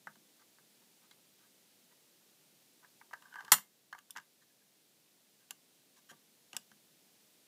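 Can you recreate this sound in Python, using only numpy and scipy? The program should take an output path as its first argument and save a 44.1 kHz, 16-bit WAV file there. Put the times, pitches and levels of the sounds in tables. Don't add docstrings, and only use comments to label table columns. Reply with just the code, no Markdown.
import sys
import numpy as np
from scipy import signal
from scipy.fft import irfft
from scipy.io import wavfile

SR = 44100
rng = np.random.default_rng(int(sys.argv[2]) if len(sys.argv) > 2 else 0)


def dump_mix(stems):
    frames = np.atleast_2d(stems).T
    limited = np.clip(frames, -1, 1)
    pcm = np.round(limited * 32767).astype(np.int16)
    wavfile.write(sys.argv[1], SR, pcm)


N = 329427
RING_TIME = np.arange(SR // 3) / SR

# start_s, knock_db, clang_db
PLATE_LANDINGS = [(3.5185, -17, -14), (3.5222, -28, -22.5), (3.5265, -26.5, -24), (3.531, -33, -22),
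                  (3.5364, -33.5, -26.5), (3.5387, -32, -26)]
# frequency_hz, level_db
FRAME_SPECTRUM = [(1800, -32.5), (2450, -11.5), (2850, 5), (3400, -2.5), (3900, -4.5), (5300, -4.5),
                  (6700, -4), (8000, -22.5)]


def plate_slam(ring_db=-14.5):
    # pitch_hz, level_db, t60_s
    plate_modes = [(2120, -25, .28), (3165, -22, 0.2), (3338, -11, .1), (3989, -11, .08), (4270, -1, 0.075),
                   (5044, -5, .055), (5599, -3, .05), (5726, 2, .06), (6794, -5, .07), (7070, 0, 0.09),
                   (7133, -1, .08), (7176, 3, 0.09), (7912, 4, .07), (8116, 0, 0.07), (8229, 1, .07),
                   (9215, -1, 0.08), (9292, 0, .07), (9373, 0, .08), (9598, -6, 0.12), (9906, -1, 0.09),
                   (10012, -2, 0.11), (11197, 6, .08), (11600, -1, .05), (13366, -3, .15),
                   (13936, 6, 0.085), (14275, 3, .07)]
    # frequency_hz, level_db
    knock_spectrum = [(150, -30), (530, -27), (650, -6), (900, -2), (1200, 0), (1400, -3), (1550, -0.5),
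                      (2120, 0), (2300, -18), (3000, -35.5)]
    # frequency_hz, level_db
    clang_spectrum = [(1800, -28.5), (2450, -16), (2850, 2.5), (3100, 1), (3500, -2.5), (4500, -7.5),
                      (5600, -1.5), (6250, -6.5), (6950, 0.5), (7900, 0.5), (8700, -4), (9800, 1.5),
                      (10800, -5.5), (11600, -1.5), (12300, -10.5), (13100, -10.5), (14300, -3),
                      (15400, -16.5)]
    out = np.zeros(N)
    add(out, PLATE_LANDINGS[0][0], undb(ring_db) * ring(plate_modes, scatter_db=1.5, rise=0.001))
    for start_s, knock_db, clang_db in PLATE_LANDINGS:
        add(out, start_s, undb(knock_db) * crack(knock_spectrum, t60=0.028, rise=0.0021))
        add(out, start_s, undb(clang_db) * crack(clang_spectrum, t60=0.029, rise=0.0005))
    return out


def lever_latch():
    # start_s, ring_db, tilt_db_per_octave, board_db, frame_db, steel_db
    snaps = [(5.5076, -42.5, 7.5, -51.5, -43.5, -47.5), (6.5308, -49.5, -9, -56, -58, -59),
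             (6.566, -36.5, -0.5, -49, -41, -39.5)]
    # pitch_hz, level_db, t60_s
    tense_modes = [(2700, -3, .018), (2840, 0, .018), (3330, -2, .022), (3700, -6, .018), (4420, -3, .02),
                   (5230, -9, .022), (5500, 0, .018), (5810, -1, .018), (6700, 1, .016), (7175, -1, .018),
                   (7560, -1, .014), (7800, 1, .016), (9450, 4, .012), (11200, 2, .014), (14700, -4, .011)]
    out = np.zeros(N)
    for start_s, ring_db, tilt_db, *levels_db in snaps:
        wire = ring(tense_modes, scatter_db=1.5, rise=0.00016, tilt_db=tilt_db)
        add(out, start_s, level(wire, ring_db) + blow(levels_db))
    return out


def lever_ping():
    # start_s, ring_db, frame_db
    tips = [(4.1065, -43, -55)]
    # pitch_hz, level_db, t60_s
    loose_modes = [(3490, -3, 0.019), (4830, -18, 0.019), (5220, -6.5, 0.021), (5720, -7, 0.023),
                   (7580, -10, 0.021), (9200, -10, 0.018), (9540, -3, 0.017), (10000, -7, 0.02),
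                   (11640, -4, 0.025), (12990, -4, 0.038), (14400, -7, 0.026), (14750, -17, .02)]
    out = np.zeros(N)
    for start_s, ring_db, frame_db in tips:
        add(out, start_s, undb(ring_db) * ring(loose_modes, scatter_db=-3.5, rise=0.00021))
        add(out, start_s, undb(frame_db) * crack(FRAME_SPECTRUM, t60=0.03, rise=0.00016))
    return out


def handling(chip_drop_s=1.112, lid_db=-58):
    # start_s, strength_db, hardness (0-1), board_tilt_db_per_octave
    clicks = [(0.0701, -43.5, 0, -1), (0.155, -60.5, 0.57, 0), (0.585, -64.5, 0.08, 4),
              (1.1106, -57, 0.67, 3), (2.846, -59, 0.03, 0), (3.0125, -55.5, 0.05, -16),
              (3.11, -58.5, 0.04, -15), (3.131, -48, 0.13, 11), (3.135, -39.5, 0.2, -0.5),
              (3.2227, -55, 0.6, 0), (3.34, -50, .45, 10), (3.3565, -42.5, 0.22, 5.5),
              (3.4064, -45.5, 0.3, -6), (3.448, -50.5, 0.67, 8), (3.48, -46.5, 0.34, 2),
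              (3.5827, -41, 0.64, -1.5), (3.927, -37.5, 0.25, 16), (3.9481, -47, 0.12, -15),
              (3.982, -52.5, .4, 0), (3.9874, -49.5, 0.69, 4), (4.0986, -59.5, 0.34, -7),
              (4.162, -38.5, 0.33, -4), (4.1708, -37.5, 0.62, 3), (4.181, -40.5, 0.44, 8),
              (4.1993, -55, 0.6, 6), (6.715, -55, 0.53, 11)]
    # start_s, length_s, strength_db, hardness (0-1), board_tilt_db_per_octave
    rubs = [(0.39, 0.036, -66.5, 0.45, -14), (0.812, 0.026, -73.5, .35, -9),
            (1.017, 0.041, -71.5, 0.33, -8), (1.383, 0.089, -72, 0.47, -2),
            (1.907, 0.026, -74.5, 0.05, -22), (2.203, .02, -79, .1, -13), (2.824, 0.018, -65.5, 0.17, -13),
            (4.15, 0.028, -53.5, 0.06, -9), (4.413, 0.025, -67.5, 0.57, 8), (5.388, .06, -73, 0.5, 5),
            (5.959, 0.037, -64, 0.69, -7), (6.0865, 0.034, -54, 0.71, 2), (6.112, .025, -61.5, 0.23, -9),
            (6.536, 0.025, -54, 0.47, -23)]
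    # start_s, boom_db, thud_db
    flexes = [(0.071, -67, -66), (0.161, -70, -77), (3.44, -72.5, -71.5), (3.52, -46.5, -52),
              (4.164, -68, -77), (5.508, -74, -76), (6.112, -66, -63), (6.534, -66, -63.5),
              (6.566, -67, -65.5), (6.716, -68.5, -79)]
    # pitch_hz, level_db, t60_s
    lid_modes = [(2135, -7, .07), (2790, -5, .025), (3185, 0, 0.04), (3290, -1, .03), (3380, 0, .04),
                 (3940, -3, 0.03), (4700, -2, .025)]
    out = np.zeros(N)
    for start_s, strength_db, hardness, tilt_db in clicks:
        add(out, start_s, blow(contact_levels(strength_db, hardness), tilt_db))
    for start_s, length_s, strength_db, hardness, tilt_db in rubs:
        add(out, start_s, rub(length_s, contact_levels(strength_db, hardness), tilt_db))
    for start_s, boom_db, thud_db in flexes:
        add(out, start_s, board_flex(boom_db, thud_db))
    add(out, chip_drop_s, undb(lid_db) * ring(lid_modes, scatter_db=3, rise=0.0003))
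    return out


def hinges():
    # time_s, gain_db
    friction = [(3.165, -70), (3.2, -70), (3.26, -64.5), (3.305, -73), (3.33, -66), (3.352, -65),
                (3.373, -58), (3.393, -53.5), (3.415, -55.5), (3.435, -59.5), (3.459, -64), (3.472, -57),
                (3.486, -58), (3.5, -59.5)]
    # start_s, length_s, level_db, pitch_hz
    creaks = [(3.251, .01, -59, 1610), (3.275, 0.013, -70, 1590), (3.307, .008, -70, 1590),
              (3.3216, .008, -56, 1530), (3.34, .008, -56, 1563), (3.363, .008, -53, 1600),
              (3.377, .02, -49, 1596), (4.407, 0.024, -72.5, 1780), (4.494, 0.019, -78, 1670),
              (4.598, .03, -78, 1704), (6.089, .024, -61, 1650)]
    out = np.zeros(N)
    times, friction_db = np.transpose(friction)
    swing_s = PLATE_LANDINGS[0][0] - times[0]
    scrape = rub(swing_s, contact_levels(0, hardness=0.24), tilt_db=-3, slip_hz=1810, scatter_db=2.0)
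    scrape_time = times[0] + np.arange(len(scrape)) / SR
    add(out, times[0], scrape * undb(np.interp(scrape_time, times, friction_db)))
    for start_s, length_s, level_db, pitch_hz in creaks:
        add(out, start_s, creak(length_s, level_db, pitch_hz))
    return out


def creak(length_s, level_db, pitch_hz, slip_hz=400, jitter=0.23):
    # pitch_ratio, level_db, t60_s
    pivot_modes = [(.965, -2, .04), (1, 0, .04), (1.045, -5, .035), (1.97, -22, .03)]
    size = int(length_s * SR)
    count = int(length_s * slip_hz) + 1
    place = np.clip((np.arange(count) + 0.5 + jitter * rng.standard_normal(count)) / count, 0, 1)
    slips = np.zeros(size + 1)
    slips[(place * size).astype(int)] = np.sqrt(np.sin(np.pi * place))
    modes = [(ratio * pitch_hz, db, t60) for ratio, db, t60 in pivot_modes]
    pivot = ring(modes, scatter_db=0.5, rise=0.001)
    return level(signal.fftconvolve(slips, pivot), level_db, length_s)


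def blow(levels_db, tilt_db=0):
    return sum(level(part, db) for part, db in zip(socket(tilt_db), levels_db))


def rub(length_s, levels_db, tilt_db=0, slip_hz=1100, scatter_db=3):
    size = int(length_s * SR)
    count = int(length_s * slip_hz) + 2
    place, force = rng.random((count, 2)).T
    swell = np.sqrt(np.sin(np.pi * place))
    slips = np.zeros(size + 1)
    slips[(place * size).astype(int)] = swell * undb(2 * scatter_db * force)
    return sum(level(signal.fftconvolve(slips, part), db, length_s)
               for part, db in zip(socket(tilt_db), levels_db))


def contact_levels(strength_db, hardness):
    # board_db, frame_db, steel_db
    soft_db = (1, -21, -40)
    # board_db, frame_db, steel_db
    hard_db = (-11, -1, 2.5)
    return strength_db + (1 - hardness) * np.array(soft_db) + hardness * np.array(hard_db)


def socket(tilt_db):
    # pitch_hz, level_db, t60_s
    board_modes = [(760, -12, 0.037), (918, 0, 0.047), (1010, -3.5, 0.033), (1170, -2, 0.077),
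                   (1240, -2, .055), (1430, -5, .035), (1530, -0.5, 0.06), (1593, 2.5, 0.053),
                   (1640, -3, 0.065), (1710, -3, 0.034), (1770, -4.5, 0.03), (2095, -8.5, 0.04)]
    # frequency_hz, level_db
    board_spectrum = [(200, -25), (520, -24), (700, -16), (900, -4), (1200, -0.5), (1370, -4.5),
                      (1600, -0.5), (2050, -3.5), (2350, -17.5), (3500, -34)]
    # frequency_hz, level_db
    steel_spectrum = [(5500, -27), (7200, 4.5), (8500, -3), (10000, -1.5), (11500, -2), (12500, -7.5),
                      (14300, -4), (15500, -15.5)]
    board = crack(board_spectrum, t60=0.025, rise=0.001)
    board += undb(0.5) * ring(board_modes, scatter_db=1.5, rise=0.001, tilt_db=tilt_db)
    frame = crack(FRAME_SPECTRUM, t60=0.018, rise=0.00045)
    steel = crack(steel_spectrum, t60=0.021, rise=0.00019)
    return board, frame, steel


def board_flex(boom_db, thud_db, span_s=0.025):
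    # pitch_hz, level_db, t60_s
    flex_modes = [(138, -1, 0.15), (165, -7, .11), (204, 1, 0.15), (231, 0, 0.11), (285, -11, .1),
                  (341, -7, 0.06), (410, -10, 0.069), (480, -8, 0.055)]
    # frequency_hz, level_db
    case_spectrum = [(70, -34), (120, -10.5), (200, -5), (300, -8), (440, -2), (530, -2), (660, 2),
                     (800, -2), (1200, -26), (2500, -50)]
    boom = ring(flex_modes, scatter_db=1.0, rise=0.0061)
    thud = crack(case_spectrum, t60=0.044, rise=0.0014)
    return level(boom, boom_db, span_s) + level(thud, thud_db, span_s)


def room(x, wet_db=-14, t60=0.17):
    # frequency_hz, level_db
    tail_spectrum = [(100, 9.5), (700, 1.5), (1500, -2.5), (4000, -2), (9000, -5.0), (15000, -4.5)]
    tail = noise(tail_spectrum, len(RING_TIME)) * fade(t60, rise=0.0012)
    tail /= np.sqrt(np.sum(tail ** 2))
    return undb(wet_db) * signal.fftconvolve(x, tail)[:N]


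def room_tone(level_db=-67):
    # frequency_hz, level_db
    floor_spectrum = [(18, -57), (30, -24.5), (69, -23), (140, -3), (207, -0.5), (358, -3), (490, -5.5),
                      (559, -6), (604, -7), (942, -11.5), (1160, -14), (3760, -8.5), (7040, -10.5),
                      (13900, -12), (15400, -13)]
    return undb(level_db) * noise(floor_spectrum, N)


def ring(modes, scatter_db, rise, tilt_db=0):
    chance = rng.standard_normal((len(modes), 2))
    out = np.zeros(len(RING_TIME))
    for (hz, db, t60), (spread, phase) in zip(modes, chance):
        gain = undb(db + tilt_db * np.log2(hz) + scatter_db * spread)
        out += gain * fade(t60, rise) * np.sin(2 * np.pi * (hz * RING_TIME + phase))
    return level(out, 0)


def crack(spectrum, t60, rise):
    return level(noise(spectrum, len(RING_TIME)) * fade(t60, rise), 0)


def noise(spectrum, size):
    hz, db = np.transpose(spectrum)
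    bins = np.maximum(np.fft.rfftfreq(size, 1 / SR), 1)
    gain = undb(np.interp(np.log(bins), np.log(hz), db))
    x = irfft(gain * np.exp(2j * np.pi * rng.random(len(bins))), size)
    return x / x.std()


def fade(t60, rise):
    return (1 - np.exp(-RING_TIME / rise)) * np.exp(-np.log(1000) * RING_TIME / t60)


def level(x, db, span_s=0.006):
    return x * undb(db) / np.sqrt(np.mean(x[:int(span_s * SR)] ** 2))


def undb(db):
    return 10 ** (np.asarray(db) / 20)


def add(track, start_s, x):
    start = int(start_s * SR)
    track[start:start + len(x)] += x[:N - start]


def scene():
    contacts = handling() + hinges() + plate_slam() + lever_ping()
    snaps = lever_latch()
    reflections = room(contacts + undb(-3) * snaps)
    return (contacts + snaps + reflections + room_tone())[None]


def gain_control(x, threshold_db=-25, slope=0.13, release_db_per_s=7):
    over_db = np.maximum(20 * np.log10(np.abs(x) + 1e-9) - threshold_db, 0)
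    released_db = release_db_per_s * np.arange(N) / SR
    held_db = np.maximum.accumulate(over_db + released_db, axis=-1) - released_db
    return x * undb(-slope * held_db)


def record(dry):
    low_cut_hz, high_cut_hz = 94.7, 15450
    high_pass = signal.butter(3, low_cut_hz, "highpass", fs=SR, output="sos")
    low_pass = signal.ellip(10, 0.1, 80, high_cut_hz, fs=SR, output="sos")
    thin = signal.sosfilt(high_pass, dry)
    return signal.sosfilt(low_pass, gain_control(thin))


dry = scene()
out = record(dry)
dump_mix(out)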